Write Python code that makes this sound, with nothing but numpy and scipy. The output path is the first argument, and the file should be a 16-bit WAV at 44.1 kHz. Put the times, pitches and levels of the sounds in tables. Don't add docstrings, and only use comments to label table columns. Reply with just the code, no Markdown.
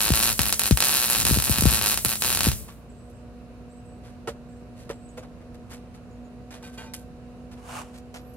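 import sys
import numpy as np
from scipy import signal
from scipy.fft import rfft, irfft
from scipy.io import wavfile
from scipy.ndimage import uniform_filter1d

SR = 44100
rng = np.random.default_rng(int(sys.argv[2]) if len(sys.argv) > 2 else 0)


def rack_gain(trim_db):
    fader = np.asarray(trim_db, float)
    return 10 ** (fader / 20)


def unload_audio(sound):
    columns = np.transpose(np.atleast_2d(sound))
    steps = np.round(np.clip(columns, -1, 1) * 32767)
    wavfile.write(sys.argv[1], SR, steps.astype(np.int16))


N = 368676


def evened(x):
    return x / np.sqrt(np.mean(x ** 2) + 1e-20)


def curve(rows, column=1):
    return np.interp(np.arange(N) / SR, *np.transpose(rows)[[0, column]])


def read(points, hz):
    f, value = np.transpose(points)
    return np.interp(np.log(hz + 1), np.log(f + 1), value)


def add(mix, s, sound):
    part = mix[..., round(s * SR):][..., :sound.shape[-1]]
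    part += sound[..., :part.shape[-1]]


def causal(points, size=2048):
    log_gain = np.log(rack_gain(read(points, abs(np.fft.fftfreq(size, 1 / SR)))))
    spectrum = np.exp(log_gain - 1j * signal.hilbert(log_gain).imag)
    response = np.fft.ifft(spectrum).real[:size // 2]
    return response / np.linalg.norm(response)


def resonate(x, hz, width):
    turn = np.exp(2j * np.pi * np.cumsum(hz * np.ones(len(x))) / SR)
    r = np.exp(-np.pi * width / SR)
    return 2 * (turn * signal.lfilter([1 - r], [1, -r], x / turn)).real


def band(x, lo_hz, hi_hz):
    sos = signal.butter(2, [lo_hz, min(hi_hz, .49 * SR)], "bandpass", fs=SR, output="sos")
    return evened(signal.sosfilt(sos, x))


def pair(x, lag=0, pan_db=0, loose=.5):
    scatter = np.diff(rng.standard_normal((2, 401))) * rack_gain(-60 * np.arange(400) / SR / 0.021) * loose / 6
    scatter[[0, 1], [max(-lag, 0), max(lag, 0)]] += 1
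    return signal.oaconvolve(x[None], scatter, axes=1)[:, :N] * rack_gain([[pan_db / 2], [-pan_db / 2]])


# (first time [s], last time [s], rate [snaps/s])
RUNS = [(.0057, .0905, 106), (.1379, .2193, 111), (.2269, .2571, 132), (.2657, .3277, 113),
        (.4328, .4411, 120), (.4561, .5034, 106), (.6353, .6432, 126), (.6573, .6857, 106),
        (.8397, .8843, 135), (.8945, .934, 152), (.9415, .9924, 137), (1.0006, 1.091, 121.5),
        (1.0998, 1.1323, 123), (1.1412, 1.1777, 110), (1.1854, 1.2294, 114), (1.2682, 1.352, 119),
        (1.3627, 1.3722, 105), (1.3874, 1.4013, 72), (1.4412, 1.4861, 134), (1.4961, 1.5166, 146),
        (1.5251, 1.5931, 118), (1.6094, 1.6362, 75), (1.6549, 1.701, 130), (1.7095, 1.7914, 110),
        (1.8145, 1.8507, 110), (1.861, 1.9086, 105), (1.9159, 1.9432, 146), (2.0843, 2.1351, 118),
        (2.2386, 2.3353, 124), (2.4339, 2.4867, 114)]
RUN_DB = [-7.5, -8.5, -6.5, -9, -10.5, -9.5, -10.5, -9, -7.5, -9, -8.5, -9.5, -5.5, -9.5, -10.5, -7.5, -9.5,
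          -9.5, -11, -9, -11, -6, -10, -8, -7.5, -7.5, -10.5, -11, -9.5, -8.5]
# (time [s], level [dB])
STRIKES = [(0.1045, -9), (0.121, -6.5), (0.3927, -1), (.4172, -2), (.5261, -1.1), (.5948, 0.5),
           (0.6175, -7.5), (0.7102, -5), (.7734, -2.5), (0.8045, -1), (0.8244, -1.5), (0.8848, -4.5),
           (1.2015, -2), (1.252, -2), (1.4233, -5.5), (1.5846, -4.5), (1.861, -3.5), (1.9752, -4.5),
           (2.0488, -0.5), (2.059, -7.2), (2.1559, -12), (2.222, -3), (2.3497, -5), (2.359, -9),
           (2.3733, -7), (2.3916, -8.5), (2.4072, -3), (2.4164, -12.5), (2.5168, -12)]


def short_circuits():
    jitter_s, first_db = .0004, 3
    plain_db, spread_db, loudest_db = 2.2, 1, -4.
    fade_db = -2
    times, levels = [], []
    chances = rng.standard_normal((len(RUNS), 2, 20))
    for (first, last, rate), db, chance in zip(RUNS, RUN_DB, chances):
        even = np.linspace(first, last, round((last - first) * rate) + 1)
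        times += list(even + jitter_s * chance[0, :len(even)])
        fade = np.linspace(0, fade_db, len(even))[1:]
        later_db = db + plain_db + fade + spread_db * chance[1, 1:len(even)]
        levels += [db + first_db] + list(np.minimum(later_db, loudest_db))
    strike_s, strike_db = np.transpose(STRIKES)
    free = abs(np.subtract.outer(times, strike_s)).min(1) > .003
    return np.r_[np.array(times)[free], strike_s], np.r_[np.array(levels)[free], strike_db]


def bursts(times, levels):
    arc_db, fat_from_db, fat_per_db = 12, -6, 0.03
    burst = rng.standard_normal((len(times), 12)) * rack_gain(-4. * np.arange(12))
    burst[:, 0] = 2.
    burst += fat_per_db * np.outer(np.maximum(levels - fat_from_db, 0), rack_gain(-2.2 * np.arange(12)))
    sparks = np.zeros(N)
    for s, db, b in zip(times, levels, burst):
        add(sparks, s - .0006, rack_gain(db + arc_db) * b / np.linalg.norm(b))
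    return sparks


# (frequency [Hz], level [dB])
LEFT = [(150, -3.5), (700, -1.5), (1400, -3.5), (2050, -0.5), (2600, 0), (3400, -14), (4250, 2.5),
        (5200, -12.5), (6600, -21), (8300, -2), (9700, -5), (11300, -5), (13200, -10), (15500, -4.5)]
# (frequency [Hz], level [dB])
RIGHT = [(150, -11), (700, -7), (1400, 0), (2050, -7.5), (2600, 0.5), (3400, -1.5), (4250, -1), (5200, -8),
         (6600, -1), (8300, 0), (9700, 2.5), (11300, 7), (13200, -4), (15500, -19.5)]
# (delay [ms], left gain [1], right gain [1])
PATHS = [(0, 0.046, 0.16), (.55, 0.76, 0.65), (.66, -0.38, 0.02), (.78, 0.35, 0.09), (1.0, -0.46, 0.03),
         (1.13, 0.21, -0.05), (1.36, 0.12, -0.17), (1.7, 0.048, 0.1), (4.4, 0.2, 0.23), (5.7, 0.081, 0.16),
         (7.4, -0.0089, 0.06), (12.3, 0.14, 0.23), (16.8, 0.019, 0.25)]


def near_paths(sparks):
    smear_s, smear_per_ms = .0002, .00008
    paths = np.zeros((2, 1000))
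    for (ms, *gains), grain in zip(PATHS, rng.standard_normal((len(PATHS), 220))):
        spread = np.exp(-np.arange(220) / SR / (smear_s + smear_per_ms * ms))
        grain = grain * spread * (ms > 2)
        grain[0] += 1
        add(paths, ms / 1000, np.outer(gains, grain) / np.linalg.norm(grain))
    paths[1] = np.roll(paths[1], 3)
    colours = np.array([causal(LEFT), causal(RIGHT) * rack_gain(-0.63)])
    near = signal.oaconvolve(paths, colours, axes=1)
    return signal.oaconvolve(sparks[None], near, axes=1)[:, :N]


# (frequency [Hz], level [dB])
SCATTER = [(150, -23), (600, -10), (1500, -7), (3000, -3.5), (6000, 0.5), (9500, -1.5), (12000, -9.5),
           (13500, -17), (16000, -9.5)]


def scattered(sparks):
    t = np.arange(SR // 2) / SR
    clutter, yard = rack_gain(-41 - 60 * (t / 0.078) ** 2), rack_gain(-46.5 - 60 * t / 0.5)
    decay = (clutter + yard) * np.minimum(t / 0.00035, 1)
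    sparks = signal.oaconvolve(sparks, causal(SCATTER))[:N]
    out = np.zeros((2, N))
    for k in range(3):
        turn = np.sqrt(2 / 3) * np.cos(np.pi * (37 * np.arange(N) / SR + k / 3))
        shared, own = rng.standard_normal(len(t)), rng.standard_normal((2, len(t)))
        own = signal.lfilter([.5, -.5], [1, -.6], own)
        tail = 0.89 * np.array([shared, np.roll(shared, 3)]) + 0.83 * own
        out += signal.oaconvolve((sparks * turn)[None], tail * decay, axes=1)[:, :N]
    return out


def crackle(times, levels):
    sparks = bursts(times, levels)
    return near_paths(sparks) + scattered(sparks)


# (frequency [Hz], level [dB], t60 [s])
DOOR = [
    (63.5, -2, .11),
    (128, -3.5, .075),
]


def pop():
    boom_lag = .8
    t = np.arange(SR // 8) / SR
    turns = np.cumsum(150 + 300 * np.exp(-t / 0.0019)) / SR
    puff = 1.23 * np.sin(2 * np.pi * turns) * np.minimum(t / 0.00094, 1) * np.exp(-(t / 0.0071) ** 3)
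    late = t - .0165
    lags = np.array([[0], [boom_lag]])
    boom = sum(rack_gain(db - 60 * late / t60) * np.cos(2 * np.pi * hz * late - lags) for hz, db, t60 in DOOR)
    return puff + 1.17 * boom / (1 + np.exp(-(t - .0105) / 0.0017))


# (time [s], level [dB], left over right [dB])
POPS = [(.1045, -12.5, 3), (0.202, -42, -3), (.393, -18, 17), (0.7106, -7, 5), (1.254, -24.5, 9),
        (1.2935, -22, 16), (1.311, -15, 1.5), (1.362, -23.5, 3), (1.372, -17, 5), (1.497, -15, 11.5),
        (1.585, -25, -1.5), (1.623, -15.5, 4.5), (1.6558, -8, 7), (1.719, -21.5, 14.5), (2.051, -22.5, 12),
        (2.4699, -13, 2)]
# (time [s], level [dB])
POOL = [(0.0, -49), (0.54, -47.5), (0.97, -63), (1.13, -43.5), (1.44, -44.5), (1.6, -42), (2.18, -51.5),
        (2.54, -38), (2.8, -66)]


def pops(times):
    blows = np.zeros((2, N))
    at = (times * SR).astype(int)
    draw = rng.standard_normal((len(at), 2)).T
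    blows[:, at] = draw * rack_gain(curve(POOL)[at] + [[9.], [1.5]])
    for s, db, pan_db in POPS:
        blows[:, round(s * SR) - 40] += rack_gain([db, db - pan_db])
    rumble_db = curve(POOL + [(2.9, -84.5)]) + [[6.], [-1.5]]
    rumble = band(rng.standard_normal((2, N)), 43, 98) * rack_gain(rumble_db)
    return signal.oaconvolve(blows, pop(), axes=1)[:, :N] + rumble


# (time [s], level [dB])
GAS = [
    (0, -35.5),
    (2.5, -35),
    (2.6, -41.5),
    (2.7, -59),
    (2.74, -59),
    (2.9, -81.5),
    (8.4, -92.5),
]


def gas():
    hiss = band(band(rng.standard_normal((2, N)), 4460, 18000), 7500, 14600)
    return rack_gain(curve(GAS)) * hiss


def jostled(modes, length, factor=1, spread_db=0.5):
    t = np.arange(SR // 3) / SR
    samples = round(length * SR)
    rattle = rng.standard_normal(samples) * signal.windows.tukey(samples, .4)
    out = 0
    for hz, db, t60 in modes:
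        decay = rack_gain(db + spread_db * rng.standard_normal() - 60 * t / t60)
        ring = decay * np.sin(2 * np.pi * hz * factor * t)
        shaken = signal.oaconvolve(rattle, ring)
        out = out + shaken * np.linalg.norm(ring) / np.linalg.norm(shaken)
    return out


# (time [s], level [dB], jostle length [s], pitch factor [1])
KNOCKS = [
    (2.686, -55, 0.0064, 2.4),
    (4.273, -35, 0.018, 0.99),
    (4.898, -36.5, 0.0095, 0.97),
    (5.174, -42.5, 0.013, 1.08),
]
# (frequency [Hz], level [dB], t60 [s])
HELMET = [(417, -38, 0.012), (472, 10.5, 0.078), (580, 6.5, 0.1), (742, 8.5, 0.023), (1013, 8, 0.012),
          (1272, -2.5, 0.054), (1820, 0, 0.021), (2360, -13, 0.03), (3700, -25, 0.026)]
# (time [s], level [dB], jostle length [s])
CLANKS = [
    (6.508, -54, 0.051),
    (6.63, -46, 0.021),
    (6.776, -40, 0.012),
    (6.82, -49, 0.067),
    (6.938, -51, 0.0094),
]
# (frequency [Hz], level [dB], t60 [s])
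PLATE = [(890, -4, 0.3), (1548, -5, 0.5), (1966, -9, 0.16), (2433, -1.5, 0.14), (2840, -6, .15),
         (3250, -4.5, 0.21), (3760, -7, 0.27), (4500, -10, 0.25), (5636, -13, .22), (6940, -8, 0.22),
         (9400, -14, 0.22), (9700, -14, 0.27), (11820, -24, .15)]


def handling():
    out = np.zeros(N)
    for s, db, length, factor in KNOCKS:
        add(out, s, rack_gain(db) * jostled(HELMET, length, factor))
    for s, db, length in CLANKS:
        add(out, s, rack_gain(db) * jostled(PLATE, length, spread_db=2))
    return pair(out, lag=3, pan_db=-1.2, loose=.3)


# (time [s], level [dB], hold [s], tilt [dB/octave])
TICKS = [(2.68, -48, 0.024, -4), (3.098, -60, .001, 4), (3.244, -54, .004, -24), (4.273, -33.5, .012, -4.5),
         (4.892, -40.5, 0.017, -5), (5.172, -44, 0.012, -4), (5.226, -46.5, 0.011, -7),
         (5.405, -56, .013, -8), (5.542, -53, 0.0017, -3), (5.94, -54.5, 0.016, -3.5),
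         (6.506, -46.5, 0.044, -4), (6.625, -50.5, .05, -2.5), (6.774, -46, 0.059, -5),
         (6.936, -34.5, .0043, 2), (6.95, -56, 0.046, 4), (7.513, -51.5, 0.02, -4), (7.572, -54, .0073, -7),
         (7.976, -52, 0.0057, 1), (8.14, -42, 0.023, -3.5), (8.335, -58.5, 0.0041, 12)]
# (time [s], level [dB], length [s], tilt [dB/octave])
RUSTLES = [
    (4.019, -54, 0.068, -4),
    (4.752, -55, 0.068, -2),
    (5.694, -44, 0.043, -2.5),
    (6.722, -52, 0.029, -2),
    (7.93, -51.5, .032, -3),
]
# (time [s], level [dB])
FIZZ = [
    (.37, -30),
    (.573, -43.5),
    (.759, -50),
    (2.015, -57),
    (2.201, -27.5),
]


def strokes():
    rise_share = 0.58
    rows = []
    for s, db, hold, tilt in TICKS:
        rows.append((s, db, 0.0016, hold, 0.078 + 2.8 * hold, tilt))
    for s, db, length, tilt in RUSTLES:
        rows.append((s, db, rise_share * length, (1 - rise_share) * length, 3.6 * length, tilt))
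    for s, db in FIZZ:
        rows.append((s, db, 0.01128, 0.00383, .01, 6))
    return rows


# (time [s], lag of the right capsule [samples])
PORT_LAG = [
    (0, 4),
    (7.4, 4),
    (8.1, 7),
]


def rustles():
    out, t = np.zeros((2, N)), np.arange(SR // 3) / SR
    octaves = np.log2((np.fft.rfftfreq(len(t), 1 / SR) + 1) / 3000)
    edges = (1 + 2 ** (11 * (octaves - 2.1))) * (1 + 2 ** (-4 * (octaves + 3.1)))
    lags = curve(PORT_LAG)
    for s, db, rise, hold, t60, tilt in strokes():
        noise = rng.standard_normal((4, len(t)))
        shared = np.array([noise[0], np.roll(noise[0], shift=round(lags[round(s * SR)]))])
        flutter = rack_gain(3.0 * evened(uniform_filter1d(noise[3], 60)))
        grain = (shared + 0.73 * noise[1:3]) * flutter
        colour = rack_gain(tilt * octaves - 0.24 * octaves ** 2) / edges
        shape = np.minimum(t / rise, 1) * rack_gain(db - 60 * np.maximum(t - rise - hold, 0) / t60)
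        add(out, s, shape * evened(irfft(rfft(grain) * colour, len(t))))
    return out * rack_gain([[-.8], [.8]])


# (time [s], pressure [dB])
SCRAPE = [
    (7.56, -68),
    (7.59, -56),
    (7.61, -60),
    (7.698, -42),
    (7.784, -36.5),
    (7.814, -40.5),
    (7.84, -51.5),
    (7.908, -59.5),
    (7.95, -60),
]


def scrape():
    noise = rng.standard_normal((4, N))
    grit = (noise[0] + 1.3 * noise[1:3]) * rack_gain(1.7 * evened(uniform_filter1d(noise[3], 80)))
    start, end = SCRAPE[0][0], SCRAPE[-1][0]
    moving = abs(np.arange(N) / SR - (start + end) / 2) < (end - start) / 2
    bands = band(grit, 630, 1300) + 0.41 * band(grit, 2300, 2970) + rack_gain(-7) * band(grit, 3930, 9800)
    return moving * rack_gain(curve(SCRAPE)) * bands * rack_gain([[-.8], [.8]])


# (time [s], frequency [Hz], level [dB])
FAN = [
    (0, 220, -3),
    (2.5, 215, -1),
    (2.7, 232.7, -9.5),
    (2.95, 240, -3),
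    (3.2, 242.3, -1),
    (5, 241.8, -1.5),
    (8.4, 245.4, 0),
]
# (multiple [1], level [dB])
BLADES = [
    (1, -47),
    (2, -55.5),
    (3, -59.5),
]
# (frequency [Hz], level [dB])
HUM = [
    (59.8, -52.5),
    (119.5, -57),
]


def machine():
    waver = rng.standard_normal((6, N))
    waver = evened(uniform_filter1d(uniform_filter1d(waver, 2500), 2500))
    turns = np.cumsum(curve(FAN) * (1 + 0.0023 * waver[5])) / SR
    fan_db = curve(FAN, column=2)
    sound = np.zeros(N)
    for (k, db), w in zip(BLADES, waver):
        sound += rack_gain(db + fan_db + 1.7 * w) * np.sin(2 * np.pi * k * turns)
    for (hz, db), w in zip(HUM, waver[3:]):
        sound += rack_gain(db + 1.3 * w) * np.sin(2 * np.pi * hz * np.arange(N) / SR)
    return np.sqrt(2) * sound * rack_gain([[-.7], [.7]])


# (time [s], length [s], start frequency [Hz], held frequency [Hz], level [dB])
BIRD = [(2.885, .09, 7400, 8150, -66), (2.97, .13, 8200, 8500, -67), (3.12, .11, 7600, 8150, -70),
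        (3.69, .07, 7600, 8250, -66), (3.75, .07, 8000, 8500, -67), (3.84, .14, 8400, 8550, -65),
        (4.478, .12, 7700, 8120, -68), (4.925, .08, 7500, 8250, -65), (5.01, .2, 8150, 8500, -63),
        (5.085, .01, 7200, 7250, -63), (5.18, .02, 7200, 7250, -63), (6.105, .06, 6900, 7350, -72),
        (6.243, .02, 7000, 7350, -70)]


def bird():
    out = np.zeros(N)
    for s, length, start_hz, held_hz, db in BIRD:
        t = np.arange(round((length + 0.025) * SR)) / SR
        hz = held_hz + (start_hz - held_hz) * np.exp(-t / .016)
        notes = 0
        for k, gain in ((1, 1), (.925, .75)):
            breath = rng.standard_normal(len(t))
            notes = notes + gain * evened(resonate(resonate(breath, hz * k, 170), hz * k, 170))
        add(out, s, rack_gain(db - 11.5 * t / t[-1]) * notes * signal.windows.tukey(len(t), .3))
    return out


# (time [s], level [dB])
INSECT = [
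    (8.17, -84),
    (8.21, -64),
    (8.4, -64),
]


def insect():
    whistle = evened(resonate(resonate(rng.standard_normal(N), 12450, 140), 12450, 200))
    return rack_gain(curve(INSECT)) * (np.arange(N) > 8.17 * SR) * whistle


def wildlife():
    return pair(bird() + insect(), lag=-5, pan_db=-4, loose=.4)


# (frequency [Hz], level [dB])
AIR = [(25, -30), (55, 1), (120, -8), (190, -7.5), (300, -16.5), (620, -17), (800, -28), (950, -25.5),
       (1500, -29.5), (2100, -36), (2700, -33), (3350, -42.5), (4000, -38.5), (5000, -42.5), (11000, -48.5),
       (16000, -64)]
# (frequency [Hz], correlation [1])
SAME = [(60, 1), (180, 0.49), (550, 0.98), (1650, 0.18), (4970, -0.099), (15000, -0.0077)]


def air():
    frames, hz = N // 256 + 5, np.fft.rfftfreq(1024, 1 / SR)
    a, b, c, d, patches = rng.standard_normal((frames, 513, 5)).T
    patches = evened(uniform_filter1d(uniform_filter1d(patches, 16, 0), 14, 1))
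    same = np.clip(read(SAME, hz), -1, 1)[:, None]
    left = a + 1j * b
    right = same * left + np.sqrt(1 - same ** 2) * (c + 1j * d)
    z = np.array([left, right]) * rack_gain(read(AIR, hz)[:, None] + 0.67 * patches)
    rush = signal.istft(z, nperseg=1024, noverlap=768)[1][:, :N]
    return rack_gain(-46) * evened(rush) * rack_gain([[-.8], [.8]])


def scene():
    times, levels = short_circuits()
    arc = crackle(times, levels) + pops(times) + gas()
    return arc + handling() + rustles() + scrape() + machine() + wildlife() + air()


def band_limit(x):
    return signal.sosfilt(signal.butter(12, 16830, fs=SR, output="sos"), x)


def record(dry):
    cut = signal.sosfilt(signal.butter(4, 40, "highpass", fs=SR, output="sos"), dry)
    edge = signal.firwin(601, 15850, window=("kaiser", 4), fs=SR)
    mix = signal.oaconvolve(np.clip(cut, -1, 1), edge[None], "same")
    return band_limit(mix)


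dry = scene()
out = record(dry)
unload_audio(out)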